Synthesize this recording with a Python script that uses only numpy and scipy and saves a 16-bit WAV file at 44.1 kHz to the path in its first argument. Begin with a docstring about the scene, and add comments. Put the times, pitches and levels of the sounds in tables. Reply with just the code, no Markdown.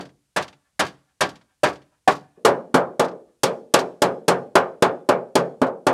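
"""A hammer beats thin steel on a wooden bench, in a quiet yard beside a brick wall.
First the sheet lies flat: slow, clashing blows, each leaving it buzzing and rattling on the boards.
Then the scene changes to the sheet bent into a hollow shell: a fast run with a deeper, longer ring.
Each hit layers a dense wash of bending modes, a few beating tones and the boom of the struck spot.
Faint wall reflections, a thin echo from the trees and a bed of still air sit behind the steel."""
import sys
import numpy as np
from scipy import signal
from scipy.fft import rfft, irfft
from scipy.io import wavfile
from scipy.ndimage import uniform_filter1d

SR = 44100
rng = np.random.default_rng(int(sys.argv[2]) if len(sys.argv) > 2 else 0)


def unload_audio(sound):
    """Save the sound as a 16-bit wav file, at the path given as the first command line argument."""
    columns = np.transpose(np.atleast_2d(sound))
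    # keep every value between -1 and 1, then stretch to whole-number steps
    steps = np.round(np.clip(columns, -1, 1) * 32767)
    wavfile.write(sys.argv[1], SR, steps.astype(np.int16))


N = 261513

# hammer hits: (time [s], level [dB], extra clang [dB], extra crash [dB], swell [s], boom pitch [Hz])
FLAT_HITS = [ (-.075, -19, -2, 6.5, 0.026, 590), (.361, -24, 5, 3.5, 0.014, 466),
             (.792, -22, 5, 6.5, 0.011, 613), (1.206, -21, 3.5, 5.5, 0.013, 547),
             (1.632, -17, 1.5, -3.5, 0.015, 583), (2.075, -15, 0, -6, .0023, 753)]
SHELL_HITS = [ (2.150, -14, -11.5, -1.5, .002, 496), (2.448, -13, 3, -1.5, 0.0074, 455),
              (2.741, -15, 4, -4, 0.0063, 261), (2.994, -16, 0, -3, 0.0018, 613.5),
              (3.432, -17.5, -0.5, 6, 0.0029, 679), (3.738, -14.5, 3, 7.5, 0.0011, 367),
              (4.018, -15, 1, 1.5, 0.002, 512), (4.280, -14, 0.5, 1.5, 0.0019, 388.4),
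              (4.553, -14.5, 6.5, -0.5, 0.00083, 386), (4.822, -14.5, 3, -1.5, .001, 464),
              (5.088, -14.5, .5, -5.5, 0.00051, 591), (5.353, -14, -2.5, 0, 0.00077, 610),
              (5.615, -16.5, -.5, -13, 0.00043, 255.4), (5.866, -14.5, .5, -5, 0.00092, 584)]
# light slaps after a blow: the steel bounces on the boards or, at 3.789 s, the hammer rebounds and
# strikes again: (first slap [s], level [dB], first hop [s])
SLAP_RUNS = [ (.007, -48.5, 0.045), (.423, -41.5, 0.056), (0.865, -44.5, .016), (1.289, -47.5, .066),
             (1.684, -47.5, 0.072), (2.108, -42.5, 0.021), (3.044, -46, 0.037), (3.789, -35, 0.012),
             (5.666, -56, 0.011)]
# the strongest modes, heard as tones: (pitch [Hz], level [dB], t60 [s])
FLAT_TONES = [(140, -13, .45), (188, -5, .31), (290, -8, .38), (403, -5, .25), (584, -3, .21),
              (748, -4, .15), (993, -4, .15), (1130, 1, .19), (1606, -3, .2), (1728, -3, .18),
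              (2450, -7, .13), (2670, -10, .12), (4620, -16, .23)]
SHELL_TONES = [(130, -12, .28), (179, -2, .32), (263, -2, .3), (384, 0, .35), (457, -2, .42), (541, 0, .39),
               (589, 0, .34), (686, -4, .31), (1003, -7, .2), (1143, -7, .2), (1211, -7, .23),
               (1421, -8, .19), (1588, -9, .15), (1655, -7, .14), (2130, -16, .09), (2468, -14, .09),
               (2865, -15, .08), (3478, -17, .07), (3880, -17, .07), (4775, -18, .07)]
# tone colour of the wash of weaker modes: (frequency [Hz], spectral level [dB])
FLAT_WASH_EQ = [(40, -20.5), (70, -10.5), (125, -7.5), (300, -3.5), (600, 2.5), (1100, -3), (1700, -6.5),
                (2100, -10), (4600, -16.5), (9500, -24), (13000, -34.5), (16000, -53.5)]
SHELL_WASH_EQ = [(40, -47.5), (80, -21.5), (130, -10), (300, -6.5), (470, 2), (750, -2.5), (1400, -9.5),
                 (2000, -18), (4500, -20.5), (9000, -25), (12500, -34), (16000, -46.5)]
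# how long the wash rings: (frequency [Hz], t60 [s])
FLAT_DECAY = [(80, 0.4), (210, .37), (560, 0.23), (1400, 0.2), (3800, 0.14), (12000, 0.045)]
SHELL_DECAY = [(80, 0.23), (200, 0.53), (500, 0.41), (1000, 0.25), (1700, .22), (3500, 0.13),
               (12000, 0.094)]
# tone colour of the buzz and the slaps: (frequency [Hz], spectral level [dB])
RATTLE_EQ = [(100, -12), (600, 1.5), (1600, 2), (3200, 2), (4200, 0), (4650, 1.5), (5200, -2), (6500, -6),
             (9500, -15.5), (13000, -25.5), (16000, -36.5)]
# tone colour of the outdoor air: (frequency [Hz], spectral level [dB])
AIR_EQ = [(25, -18), (60, 1.5), (160, -7.5), (400, -16.5), (1200, -19), (3500, -19), (9500, -18),
          (13000, -28.5), (16000, -38)]

HIT_SAMPLES = 27000
T, HZ = np.arange(HIT_SAMPLES) / SR, np.fft.rfftfreq(HIT_SAMPLES, 1 / SR)
BAND_HZ = np.geomspace(40, 17000, 22)
BANDS = np.array([np.interp(np.log(HZ + 1), np.log(BAND_HZ), row) for row in np.eye(len(BAND_HZ))])
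TILT_OCTAVES = np.log2(1 + HZ / 1000)  # axis for treble tilts, levelling off below 1 kHz
THUD_HZ, BODY_HZ, CLANG_HZ, CRASH_HZ = 150, 450, 1400, 5000  # bench thud, body, bite of a hard contact


def amp(db):
    """Decibels to gain."""
    return 10 ** (np.asarray(db) / 20)


def curve(points, hz):
    """Joins (frequency, value) points on a log-frequency axis."""
    f, value = np.transpose(points)
    return np.interp(np.log(hz + 1), np.log(f), value)


def normalise(x):
    """Scales a hit to the energy of 1/20 s at rms 1."""
    return x * np.sqrt(SR / 20 / (np.sum(x ** 2) + 1e-20))


def add(mix, s, sound):
    """Mixes a sound in at time s, which may be negative."""
    start = round(s * SR)
    sound, part = sound[max(-start, 0):], mix[max(start, 0):]
    part[:len(sound)] += sound[:len(part)]


def random_spectrum():
    """A random strength and phase for every frequency."""
    return rng.standard_normal((len(HZ), 2)) @ np.array([1, 1j])


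def mode_wash(weights, eq_db, envelopes):
    """Densely packed modes: each band follows its envelope and carries the energy the EQ gives it."""
    shape = BANDS * amp(eq_db)
    bands = irfft(shape * weights, HIT_SAMPLES, axis=1) * envelopes
    gains = np.linalg.norm(shape, axis=1) / (np.linalg.norm(bands, axis=1) + 1e-20)
    return normalise(gains @ bands)


def beating_tones(modes, detune):
    """Strong modes ring in beating pairs, shifted a little by the hand that holds the steel down."""
    hz, db, t60 = np.transpose(modes)[:, :, None]
    shift, phase = rng.uniform(-1, 1, (2, 2, len(modes), 1))
    pair_hz = hz + detune * np.sqrt(hz) * shift
    pairs = np.sin(2 * np.pi * pair_hz * T + np.pi * phase).sum(0)
    return normalise((amp(db - 60 * T / t60) * pairs).sum(0))


def hammering(hits, modes, wash_eq, wash_t60, *, tones_db, detune, smack, smack_s, bite, cascade_s,
              thud_db, thud_per_crash, boom_db, boom_per_crash, boom_t60, likeness, uneven_db):
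    """Every blow rings the same steel, with mode weights that depend on where the hammer lands."""
    out, shared = np.zeros(N), random_spectrum()
    # short bending waves change most from one struck spot to the next
    kept = likeness / (1 + HZ / 5000)
    ripple = 4 * uniform_filter1d(rng.standard_normal(len(HZ)), size=16)
    radiation = amp(uneven_db * ripple)
    decay = amp(-60 * T / curve(wash_t60, BAND_HZ)[:, None])
    # bending waves take a moment to spread into the middle modes
    lag_s = cascade_s * np.exp(-np.log(BAND_HZ / 1300) ** 2)[:, None]
    treble = (BAND_HZ / (BAND_HZ + 3000))[:, None]
    attack = 1 - np.exp(-(T / .0018) ** 2)
    fade_out = np.minimum(1, (T[-1] - T) * 10)
    for s, db, clang_db, crash_db, swell_s, boom_hz in hits:
        weights = radiation * (kept * shared + np.sqrt(1 - kept ** 2) * random_spectrum())
        # the steel radiates most while it is being dented; a hard contact packs treble into that moment
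        dent = 1 + smack * amp(bite * crash_db * treble) * np.exp(-T / smack_s)
        swell = 1 - np.exp(-T / (swell_s + lag_s))
        wash = mode_wash(weights, curve(wash_eq, HZ), decay * dent * swell)
        tones = amp(tones_db) * beating_tones(modes, detune)
        # steel that crashes onto the bench thuds more and booms less
        hit_eq = [(THUD_HZ, thud_db + thud_per_crash * crash_db), (BODY_HZ, 0),
                  (CLANG_HZ, clang_db), (CRASH_HZ, crash_db)]
        steel = irfft(rfft(wash + tones) * amp(curve(hit_eq, HZ)), HIT_SAMPLES)
        boom = normalise(np.sin(2 * np.pi * boom_hz * T) * amp(-60 * T / boom_t60))
        boom *= amp(boom_db + boom_per_crash * crash_db)
        add(out, s, amp(db) * attack * fade_out * (steel + boom))
    return out


def buzz(level_db=-22, per_crash=.2, t60=.2, rise_s=.03, tilt_db=2.5, touches_per_s=240, touch_s=.003):
    """Still shaking from a blow, the flat sheet touches the boards at random, ever more lightly."""
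    out = np.zeros(N)
    envelope = amp(-60 * T / t60) * (1 - np.exp(-(T / rise_s) ** 2))
    colour = amp(curve(RATTLE_EQ, HZ) + tilt_db * TILT_OCTAVES)
    for s, db, _, crash_db, _, _ in FLAT_HITS:
        triggers = 1. * (rng.random(HIT_SAMPLES) < touches_per_s / SR)
        touches = signal.lfilter([1], [1, -np.exp(-1 / (touch_s * SR))], triggers)
        noise = irfft(random_spectrum() * colour, HIT_SAMPLES)
        chatter = normalise(noise * np.sqrt(touches) * envelope)
        add(out, s, amp(db + level_db + per_crash * crash_db) * chatter)
    return out


def rattles(t60=.074, rise_s=.0034, slaps=3, tilt_db=1.5, bounce_tilt_db=-2.5, bounce_db=-8.5,
            hop_ratio=.85):
    """Light slaps that quicken, fade and dull, as the steel bounces or the hammer rebounds."""
    out = np.zeros(N)
    shiver, snap = amp(-60 * T / t60), np.exp(-T / .0025)
    envelope = (shiver + snap) * (1 - np.exp(-T / rise_s))
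    for s, db, hop_s in SLAP_RUNS:
        for bounce in range(slaps):
            eq_db = curve(RATTLE_EQ, HZ) + (tilt_db + bounce_tilt_db * bounce) * TILT_OCTAVES
            slap = normalise(irfft(random_spectrum() * amp(eq_db), HIT_SAMPLES) * envelope)
            add(out, s, amp(db + bounce_db * bounce) * slap)
            s, hop_s = s + hop_s, hop_s * hop_ratio
    return out


def yard(x, wet_db=-35, t60=.43, dull_hz=6000, echo_db=-60, echo_s=.29, echo_hz=1600, paths=3):
    """A faint scatter from the walls and a thin late echo from distant trees, on shifting paths."""
    out, turn = np.zeros(N), 2 * np.pi * np.arange(N) / SR
    for k in range(paths):
        walls = irfft(random_spectrum() / np.hypot(1, HZ / dull_hz), HIT_SAMPLES)
        walls *= amp(-60 * T / t60) * (1 - np.exp(-T / .046))
        trees = irfft(random_spectrum() * np.exp(-np.log((HZ + 1) / echo_hz) ** 2), HIT_SAMPLES)
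        trees *= np.exp(-((T - echo_s) / .018) ** 2)
        response = amp(wet_db) * walls / np.linalg.norm(walls)
        response += amp(echo_db) * trees / np.linalg.norm(trees)
        send = np.sqrt(2 / paths) * np.cos(turn + np.pi * k / paths)  # one cycle a second
        out += signal.fftconvolve(x * send, response)[:N]
    return out


def air(db):
    """Still outdoor air: a soft rumble and a thin hiss."""
    colour = amp(curve(AIR_EQ, np.fft.rfftfreq(N, 1 / SR)))
    bed = irfft(rfft(rng.standard_normal(N)) * colour, N)
    return amp(db) * bed / bed.std()


def scene(change_s=2.371, crossfade_s=.008, low_cut_hz=74):
    """The flat sheet, then a quick crossfade to the hollow shell, already ringing; mono."""
    flat = hammering(FLAT_HITS, FLAT_TONES, FLAT_WASH_EQ, FLAT_DECAY, tones_db=-6.5, detune=.6,
                     smack=1.8, smack_s=.031, bite=1.1, cascade_s=.002,
                     thud_db=-.8, thud_per_crash=.45, boom_db=-5.5, boom_per_crash=-1.2, boom_t60=.077,
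                     likeness=.31, uneven_db=1.4)
    shell = hammering(SHELL_HITS, SHELL_TONES, SHELL_WASH_EQ, SHELL_DECAY, tones_db=-5.5, detune=.4,
                      smack=3.7, smack_s=.0053, bite=.53, cascade_s=.013,
                      thud_db=1.26, thud_per_crash=.1, boom_db=-7.5, boom_per_crash=-.31, boom_t60=.1,
                      likeness=.63, uneven_db=1.97)
    crossfade = np.clip((np.arange(N) / SR - change_s) / crossfade_s, 0, 1)
    steel = (1 - crossfade) * (flat + buzz()) + crossfade * shell + rattles()
    # air slips round the edge of a small sheet, so it radiates little deep bass
    steel = signal.sosfilt(signal.butter(2, low_cut_hz, "high", fs=SR, output="sos"), steel)
    return (steel + yard(steel) + air(db=-74))[None]


def record(dry, ceiling=.95, high_cut_hz=16000):
    """A soft clip rounds off the loudest peaks; a steep low-pass trims the top."""
    rounded = dry / (1 + (dry / ceiling) ** 6) ** (1 / 6)
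    low_pass = signal.firwin(255, high_cut_hz, window=("kaiser", 8), fs=SR)
    return signal.oaconvolve(rounded, low_pass[None], "same")


dry = scene()
out = record(dry)
unload_audio(out)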